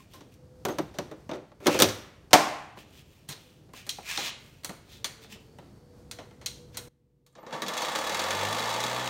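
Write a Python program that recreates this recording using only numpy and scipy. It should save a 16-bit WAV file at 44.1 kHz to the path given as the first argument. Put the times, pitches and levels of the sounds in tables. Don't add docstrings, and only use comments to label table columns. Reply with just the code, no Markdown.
import sys
import numpy as np
from scipy import signal
from scipy.fft import rfft, irfft, next_fast_len
from scipy.io import wavfile
from scipy.ndimage import uniform_filter1d

SR = 44100
rng = np.random.default_rng(int(sys.argv[2]) if len(sys.argv) > 2 else 0)


def bounce(signal):
    frames = np.transpose(np.atleast_2d(signal))
    limited = np.clip(frames, -1, 1)
    pcm = np.round(limited * 32767).astype(np.int16)
    wavfile.write(sys.argv[1], SR, pcm)


def ratio_of_db(decibels):
    return 10 ** (np.asarray(decibels, float) / 20)


N = 400869
T = np.arange(N) / SR
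LONG = next_fast_len(N)
CHANGE_S, CHANGE_DB = 6.888, -21
TOP_SPEED = 74.5
HEARD_S = 7.74
# pitch in Hz, width in Hz, level in dB over the direct sound.
DECK = [(158, 7.4, 6), (204.5, 10.4, 9), (240.2, 8.9, 11.5), (318.5, 7.6, 10.5), (525, 86, 7.5),
        (641, 44, 0.5), (900, 160, 5.5), (1155, 102, 5.5), (1748, 75, 4), (2120, 54, 0), (3417, 100, 5.5),
        (3860, 110, 4.5), (4460, 40, 8), (6470, 950, -8), (7200, 900, -14.5)]


def evened(x):
    return x / np.sqrt(np.mean(x ** 2) + 1e-20)


def read(points, hz):
    f, value = np.transpose(points)
    return np.interp(np.log(hz + 1), np.log(f + 1), value)


def curves(rows):
    s, *columns = np.transpose(rows)
    gate = uniform_filter1d(1. * ((T > s[0]) & (T < s[-1])), size=400)
    return gate, *(np.interp(T, s, c) for c in columns)


def add(mix, s, sound):
    part = mix[round(s * SR):][:len(sound)]
    part += sound[:len(part)]


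def filtered(x, points):
    return irfft(rfft(x, LONG) * ratio_of_db(read(points, np.fft.rfftfreq(LONG, 1 / SR))), LONG)[..., :N]


def coloured(x, points):
    return evened(filtered(x, points))


def resonate(x, hz, width):
    turn = np.exp(2j * np.pi * np.cumsum(hz) / SR)
    r = np.exp(-np.pi * width / SR)
    return 2 * (turn * signal.lfilter([1 - r], [1, -r], x / turn)).real


def body(modes, hz):
    return 1 + sum(ratio_of_db(db) / (1 + 2j * (hz - f) / max(w, 10)) for f, w, db in modes)


def tone(start, end, hz, db, waver_hz, waver_db):
    swell_s, fade_s = 0.11, 0.055
    t = np.arange(0, end - start, 1 / SR)
    drift = [evened(uniform_filter1d(v, size=3000)) for v in rng.standard_normal((2, len(t)))]
    shape = np.clip(np.minimum(t / swell_s, (t[-1] - t) / fade_s), 0, 1)
    level = np.sqrt(2) * shape * ratio_of_db(db + waver_db * drift[0])
    out = np.zeros(N)
    add(out, start, level * np.sin(2 * np.pi * np.cumsum(hz + waver_hz * drift[1]) / SR))
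    return out


def knocks(rows, modes, body_db, thud_stretch, wet_db, dull_hz, scatter):
    # time to fall 60 dB, in seconds, for crack, thud, body and fizz.
    shed_t60 = [0.5, 0.6, 0.78, 0.41]
    body_share = 0.51
    size, out = 22050, np.zeros(N)
    t, hz = np.arange(size) / SR, np.fft.rfftfreq(size, 1 / SR)
    edges = [(2500, 7000), (170, 800), (800, 2500), (7000, 15500)]  # crack, thud, body, fizz in Hz
    filters = [signal.butter(2, e, "band", fs=SR, output="sos") for e in edges]
    bands = [signal.sosfreqz(f, hz, fs=SR)[1] for f in filters]
    slows = (1, thud_stretch, 1.2, .8)
    fade = np.clip((t[-1] - t) / .04 - .2, 0, 1)
    tails = [ratio_of_db(wet_db - 60 * t / t60) * (1 - np.exp(-t / 0.0041)) * fade for t60 in shed_t60]
    first_contact = 1.2 * np.exp(-t / 0.0012)
    for s, blow_db, weight_db, edge_db, t60 in rows:
        levels = blow_db + np.array([0, weight_db, body_db + body_share * weight_db, edge_db])
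        puffs = rng.standard_normal((4, size))
        grip = 1 + scatter * puffs[0, -1]
        colour = body(modes, hz * grip) / (1 + 1j * hz / dull_hz)
        for db, band, slow, tail, puff in zip(levels, bands, slows, tails, puffs):
            onset = 1 - np.exp(-t / (0.00053 * slow ** 2))
            shape = (ratio_of_db(-60 * t / (t60 * slow)) + first_contact) * onset
            ring = irfft(rfft(puff * (shape + tail)) * band * colour)
            loudest = np.sqrt(uniform_filter1d(ring[:4096] ** 2, size=200).max())
            add(out, s, ratio_of_db(db) * ring / loudest)
    return out


def scuffs():
    # start, firmest and end in seconds, rub level in dB, gap pitch in Hz.
    drags = [(0, -0.006, 0.081, -57.5, 2480), (0.075, 0.12, 0.32, -60, 3120), (.31, 0.324, 0.38, -63, 2650),
             (.66, 0.7, 0.77, -50, 2900), (1.33, 1.358, 1.37, -55, 2270), (1.616, 1.662, 1.67, -44, 2300),
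             (1.67, 1.72, 1.87, -31, 2600), (2.759, 2.789, 2.85, -50, 2876), (2.84, 2.995, 3.03, -54, 3100),
             (2.97, 3.128, 3.39, -63, 2790), (3.28, 3.335, 3.337, -39.5, 4200),
             (3.33, 3.4, 3.7, -59.5, 3000), (3.731, 3.766, 3.86, -46, 2760),
             (3.84, 3.88, 4.16, -54.5, 2600), (4.028, 4.105, 4.24, -34.5, 2500),
             (4.09, 4.278, 4.313, -32, 3230), (4.365, 4.407, 4.77, -58.5, 2800),
             (4.84, 4.93, 5.04, -51.5, 3500), (5.195, 5.233, 5.28, -51.5, 3350),
             (5.285, 5.327, 5.37, -45, 2900), (5.358, 5.403, 5.58, -67, 3000),
             (6.72, 6.767, 6.75, -50, 3200)]
    # pitch in Hz, level in dB per Hz.
    grit = [(300, -33), (900, -9.5), (1500, -10.5), (2200, -6.5), (4000, -7.5), (7000, -9), (12000, -30)]
    touch_db, lift_db, ease = -21.5, -19, 1.5
    treble_db, treble_slope = -8, -.25
    wet_db, tail_t60 = -7.5, 0.38
    sizes = ratio_of_db(2.0 * np.minimum(rng.exponential(1, N), 5))
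    grains = rng.standard_normal(N) * sizes * (rng.random(N) < 6000 / SR)
    rub = coloured(grains, grit)
    fizz = evened(signal.sosfilt(signal.butter(2, 7000, "high", fs=SR, output="sos"), grains))
    out = np.zeros(N)
    for start, firm, end, db, hz in drags:
        part = slice(max(round(start * SR), 0), round(end * SR))
        t = T[part]
        gap_hz = hz + 0 * t
        rise = np.clip((firm - t) / max(firm - start, 1e-3), 0, 1) ** ease
        fall = np.clip((t - firm) / max(end - firm, 1e-3), 0, 1) ** ease
        rub_db = db + touch_db * rise + lift_db * fall
        ringing = evened(rub[part] + .8 * evened(resonate(rub[part], gap_hz, 800)))
        treble = ratio_of_db(treble_db + treble_slope * (db + 48.5)) * fizz[part]
        out[part] += ratio_of_db(rub_db) * (ringing + treble)
    t = T[:20000]
    tail = uniform_filter1d(rng.standard_normal(len(t)), size=3) * ratio_of_db(-60 * t / tail_t60)
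    return out + ratio_of_db(wet_db) * signal.oaconvolve(out, tail / np.linalg.norm(tail))[:N]


def outdoor_air():
    # pitch in Hz, level in dB per Hz.
    air_colour = [(20, -35), (35, -14), (55, -4.5), (140, -1.5), (175, -7), (450, -14), (650, -20.5),
                  (1000, -26.5), (2700, -38), (5000, -35.5), (8300, -40), (15400, -47)]
    # time in seconds, level in dB.
    air_level = [(0.0, -53), (0.55, -52), (0.8, -47), (1.64, -55), (1.85, -37.5), (2.0, -52), (3.09, -54.5),
                 (6.73, -50), (6.85, -47.5)]
    swell = evened(uniform_filter1d(rng.standard_normal(N), size=6000))
    return ratio_of_db(curves(air_level)[1] + 1.0 * swell) * coloured(rng.standard_normal(N), air_colour)


def bumps():
    # start in seconds, level in dB, pitch in Hz, time to fall 60 dB in seconds.
    bumps_and_squeaks = [(.155, -54, 13600, .08), (.69, -46, 13900, .14), (.705, -42, 6400, 0.13),
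                         (.815, -55, 14000, .1), (.002, -46, 1040, 0.082), (.14, -48, 1045, 0.21),
                         (.69, -22, 310, 0.15), (.79, -14, 307, 0.083), (.8, -32.5, 153, 0.28),
                         (1.825, -28.5, 103.6, 0.4), (2.34, -27, 720, .68), (2.341, -32, 770, 0.5),
                         (2.771, -34, 976, 0.029), (3.29, -20.5, 142, 0.065), (3.737, -30.5, 1018, 0.024),
                         (3.985, -26, 800, 0.03), (4.176, -26.5, 800, 0.086), (4.693, -22.5, 191, 0.061),
                         (5.0445, -15, 3460, 0.012), (5.329, -33.5, 200, 0.066), (5.587, -56, 641, .05),
                         (6.187, -34, 620, 0.11)]
    rough = .7
    out, t = np.zeros(N), np.arange(24000) / SR
    for s, db, hz, t60 in bumps_and_squeaks:
        sag = min(hz, 1200) * 0.00035 * (1 - np.exp(-t / .005))
        phase = 2 * np.pi * (hz * t + sag)
        wobble = evened(uniform_filter1d(rng.standard_normal(len(t)), size=500))
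        flutter = 1 + rough * np.minimum(t / .03, 1) * wobble
        add(out, s, flutter * ratio_of_db(db - 60 * t / t60) * (1 - np.exp(-t * hz / 1.5)) * np.sin(phase))
    return out


def battery_drop():
    # start in seconds, strength in dB, thud over
    # crack in dB, fizz over crack in dB, time for the contact to fall 60 dB in seconds.
    battery_hits = [(.1349, -50.5, 0.5, -2, 0.25), (.2071, -52, 7, -20, 0.045), (.3394, -59.5, -35, 1, .05),
                    (.6509, -30, 6.5, -0.5, .042), (.684, -42.5, 16.5, 1, 0.062),
                    (.7847, -35, 11.5, -2, 0.047), (.941, -55.5, 9, -8, 0.27),
                    (.9855, -33.5, 7.5, -4, 0.036), (1.1126, -52.5, 16.5, -4, 0.054),
                    (1.292, -49, 19.5, -8, 0.057), (1.313, -42.5, 15.5, -10.5, 0.028),
                    (1.3332, -47.5, 14, -14, 0.11), (1.5174, -64, 17.5, -10, 0.025),
                    (1.6026, -65.5, 24.5, 3, 0.37), (1.6674, -20.5, 9, -2.5, 0.066),
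                    (1.7445, -35.5, 15.5, -12, .04), (1.8, -16.5, 0, -2, .05),
                    (1.8205, -9.5, -3, -0.5, 0.054), (1.8406, -22.5, -0.5, -11, 0.068),
                    (1.8861, -29, -2.5, -21, 0.087),
                    (1.659, -37, 16, -3.5, 0.039),
        (1.79, -21, -2.5, -3, .045),
        (1.809, -21, -7.5, -6, 0.033),
    ]
    # pitch in Hz, width in Hz, level in dB over the direct sound.
    bay = [(310, 5.2, 5.5), (383, 43, 3), (510, 17, 5), (586, 15, 3.5), (1350, 170, -9), (3730, 590, -1),
           (4460, 900, -3.5), (5970, 590, 2)]
    return knocks(battery_hits, bay, -4.0, 2.2, -20.0, 12000, .03)


def distant_tones():
    # start in seconds, end in seconds, pitch in Hz, level in dB.
    far_tones = [(.3, 0.676, 505.2, -58.5), (4.95, 5.62, 450, -61), (5.78, 7.4, 488, -57.5),
                 (3.4, 3.65, 500, -65), (4.95, 5.3, 564, -68)]
    return sum(tone(*row, waver_hz=1.9, waver_db=3.2) for row in far_tones)


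def lid_slam():
    # start in seconds, strength in dB, thud over crack in dB, fizz over crack in dB,
    # time for the contact to fall 60 dB in seconds.
    lid_hits = [
        (2.308, -47, 3.5, -11, 0.11),
        (2.331, -6, -2.5, -9, 0.023),
        (2.337, -11.5, 4, -5.5, 0.069),
    ]
    # pitch in Hz, width in Hz, level in dB over the direct sound.
    cover = [(151, 20, 5.5), (307, 20, 7), (620, 47, 0.5), (720, 60, 4.1), (800, 90, 11), (1030, 81, 3.3)]
    return knocks(lid_hits, cover, -0.31, 1.5, -19.5, 20000, 0)


def handle_clicks():
    # start in seconds, strength in dB, thud over crack in dB, fizz
    # over crack in dB, time for the contact to fall 60 dB in seconds.
    handle_hits = [(2.7732, -60, 17.5, -4, .014), (3.2884, -37.5, -9.5, 1.5, .16),
                   (3.691, -69, 11.5, -7, .025), (3.7349, -55.5, 9.5, 5.5, 0.036),
                   (3.8916, -24.5, -39, -7, .063), (3.9848, -60.5, 22, 6, 0.039),
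                   (4.1749, -22.5, -13, -40, 0.012), (4.646, -32, -12.5, 3, 0.053),
                   (4.6932, -43, 5, 0, 0.047), (4.931, -51, -18, -13, 0.05),
                   (5.0438, -25, -17, -5.5, 0.078), (5.3547, -62.5, 11.5, -2, .019),
                   (5.5856, -57.5, 13, -1, 0.024), (6.112, -34.5, -16.5, -3.5, 0.058),
                   (6.1864, -48.5, 8, -16, 0.1), (6.3101, -64, 12, -7, .035), (6.413, -54, 4.5, -5, 0.13),
                   (6.4601, -25.5, -38, -5, 0.076), (6.7703, -34, -11.5, 2.5, 0.074),
                   (3.866, -50.5, 3, 4.5, .081), (4.634, -50.5, -1, -2.5, .058),
                    (5.245, -54, 1, -14, 0.02), (6.744, -48, -8, -18, 0.16)]
    # pitch in Hz, width in Hz, level in dB over the direct sound.
    bar = [(1437, 15, 1.15), (2170, 67, 1.6), (3330, 200, 2.04), (4180, 430, 10), (5820, 340, 2.5),
           (6600, 1030, 1.9), (8720, 590, 1.5)]
    return knocks(handle_hits, bar, 0.9, 2.33, -14.0, 15000, 0.031)


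def insect():
    # time in seconds, level in dB.
    buzz = [(5.3, -83), (5.45, -73.5), (5.95, -77), (6.1, -94.5)]
    hz, width = 4500, 330
    band = [(hz - 2 * width, -40), (hz, 0), (hz + 2 * width, -40)]
    return ratio_of_db(curves(buzz)[1]) * coloured(rng.standard_normal(N), band)


def quiet_air():
    # pitch in Hz, level in dB per Hz.
    quiet_colour = [(15, -48), (25, -25), (49, -5), (104, -9), (136, 1.5), (173, -9.5), (494, -19),
                    (682, -33), (868, -32), (1300, -41), (15400, -50)]
    return ratio_of_db(-64.5) * coloured(rng.standard_normal(N), quiet_colour)


def loose_blade():
    # start in seconds, strength in dB, thud over crack in dB, fizz over crack in dB,
    # time for the contact to fall 60 dB in seconds.
    slack_hits = [(7.264, -59, -11.5, 0, 0.061), (7.3262, -80, 8, 4, .11), (7.3522, -54.5, 4, -24, .1),
                  (7.3794, -76, 31.5, 1, 0.075), (7.429, -72, 30, 5, .043), (7.4644, -48.5, 8, -15, 0.057),
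                  (7.5079, -48.5, 4, -13, 0.033), (7.5255, -40.5, 6.5, -24, 0.15),
                  (7.6195, -28.5, -3.5, -10, 0.071), (7.6635, -35, -3, -18, 0.095),
                  (7.6822, -30, -8, -7, 0.066), (7.7363, -33, -17, -11, 0.051),
                  (7.7767, -29, -25, -9, 0.039), (7.8194, -30, -4.5, -10, 0.1)]
    # start in seconds, level in dB.
    hard_blows = [(7.9572, -18), (7.9875, -19.5), (8.0714, -20.5), (8.0952, -19), (8.1452, -19),
                  (8.194, -17), (8.238, -23), (8.3061, -20), (8.3673, -30), (8.448, -34), (8.4858, -20.5),
                  (8.5264, -19), (8.5936, -20), (8.7013, -21), (8.739, -21), (8.803, -18.5),
                  (8.8379, -15.5), (8.9982, -26)]
    clanks = [(s, db - 10.5, -8.5, -8.4, .04) for s, db in hard_blows]
    return knocks([*slack_hits, *clanks], DECK, -0.48, 2.3, -13, 6500, 0.0096)


def relay():
    out, t = np.zeros(N), np.arange(3000) / SR
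    rings = np.sin(2 * np.pi * 7400 * t) + np.sin(2 * np.pi * 8800 * t)
    add(out, 7.326, ratio_of_db(-70 - 60 * t / 0.082) * rings)
    return out


def controller_whine():
    # start in seconds, end in seconds, pitch in Hz, level in dB.
    switching = (7.35, 8, 12032, -71)
    return tone(*switching, waver_hz=24.7, waver_db=5.0)


def shaft_speed():
    start_s, spin_up_s, creep_speed = 7.493, .84, 23
    speed = TOP_SPEED * (1 - np.exp(-np.maximum(T - start_s, .01) / spin_up_s))
    return (speed ** 8 + creep_speed ** 8) ** (1 / 8)


def deck_roar(turns, gate):
    # time in seconds, level in dB.
    drive = [(7.33, -80), (7.388, -48), (7.41, -56), (7.52, -44.5), (7.53, -34.5), (7.66, -42.5),
             (7.7, -33), (8.3, -30), (9.09, -31.5)]
    # pitch in Hz, level in dB per Hz.
    mower_colour = [(90, -68), (140, -30.5), (350, -21), (700, -13.5), (1400, -15), (2800, -14.5),
                    (5000, -20), (7200, -22), (10500, -29.5), (15500, -33)]
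    rattle_full_db, rattle_slope = -32, 1.38
    running, air_db = curves(drive)
    rattle_db = rattle_full_db + rattle_slope * (air_db - air_db.max())
    force = ratio_of_db(2.5 * rng.standard_normal(500))[turns.astype(int)]
    beat = .5 + gate * force * np.exp(-(turns % 1) / .45)
    hz = np.fft.rfftfreq(LONG, 1 / SR)
    deck = body(DECK, hz) * ratio_of_db(read(mower_colour, hz))
    low = 1 / (1 + (hz / 1500) ** 4)
    air, rattle = rng.standard_normal((2, N))
    crackle = ratio_of_db(2.0 * np.minimum(rng.exponential(1, N), 3)) * (rng.random(N) < 2500 / SR)
    rattle = rattle * (.6 + crackle)
    air = irfft(rfft(air * (2.5 + beat), LONG) * deck * np.sqrt(low), LONG)[:N]
    rattle = irfft(rfft(rattle * beat, LONG) * deck * np.sqrt(1 - low), LONG)[:N]
    full = T > HEARD_S
    noise = ratio_of_db(air_db) * air / air[full].std() + ratio_of_db(rattle_db) * rattle / rattle[full].std()
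    return running * noise


def shaft_hum(speed, turns, gate):
    # waves per shaft turn, level in dB.
    hum_orders = [(2, 2.5), (3, -6), (4, -4), (6, -14), (8, -5)]
    hum_full_db, hum_slope = -41, 65
    shake_full_db, shake_slope = -58, 115
    boom_speed, boom_width, boom_db = 51.5, 6.0, 9
    width = np.where(speed < boom_speed, boom_width, .3 * boom_width)
    boom = boom_db * np.exp(-((speed - boom_speed) / width) ** 2)
    hum_db = hum_full_db + hum_slope * np.log10(speed / TOP_SPEED) + boom
    hum = sum(ratio_of_db(db) * np.cos(2 * np.pi * (k * turns + rng.random())) for k, db in hum_orders)
    shake_db = shake_full_db + shake_slope * np.log10(speed / speed[-1])
    shake = ratio_of_db(shake_db) * np.cos(2 * np.pi * turns)
    return np.sqrt(2) * gate * (ratio_of_db(hum_db) * hum + shake)


def mower():
    speed = shaft_speed()
    turns = np.cumsum(speed) / SR + 0.27
    gate = np.clip((T - HEARD_S) / .01, 0, 1)
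    return controller_whine() + deck_roar(turns, gate) + shaft_hum(speed, turns, gate)


def scene():
    before = np.clip((CHANGE_S - T) / 0.006, 0, 1)
    gain = before + (1 - before) * ratio_of_db(CHANGE_DB)
    handling = scuffs() + bumps() + battery_drop() + lid_slam() + handle_clicks()
    background = before * (outdoor_air() + insect()) + (1 - before) * quiet_air()
    motor_start = loose_blade() + relay() + mower()
    return (gain * (handling + distant_tones()) + background + motor_start)[None]


def low_pass(x):
    return signal.sosfilt(signal.butter(12, 16970, fs=SR, output="sos"), x)


def record(dry):
    # pitch in Hz, level in dB.
    mic_port = [(6500, 0), (7700, -1), (8700, 0.5), (9700, -1), (10600, -3.5), (11600, -0.5)]
    heard = filtered(dry, mic_port)
    soft = np.tanh(heard / 1.37) * 1.022
    mix = signal.oaconvolve(soft, signal.firwin(255, 15900, fs=SR)[None], "same")
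    return low_pass(mix)


dry = scene()
out = record(dry)
bounce(out)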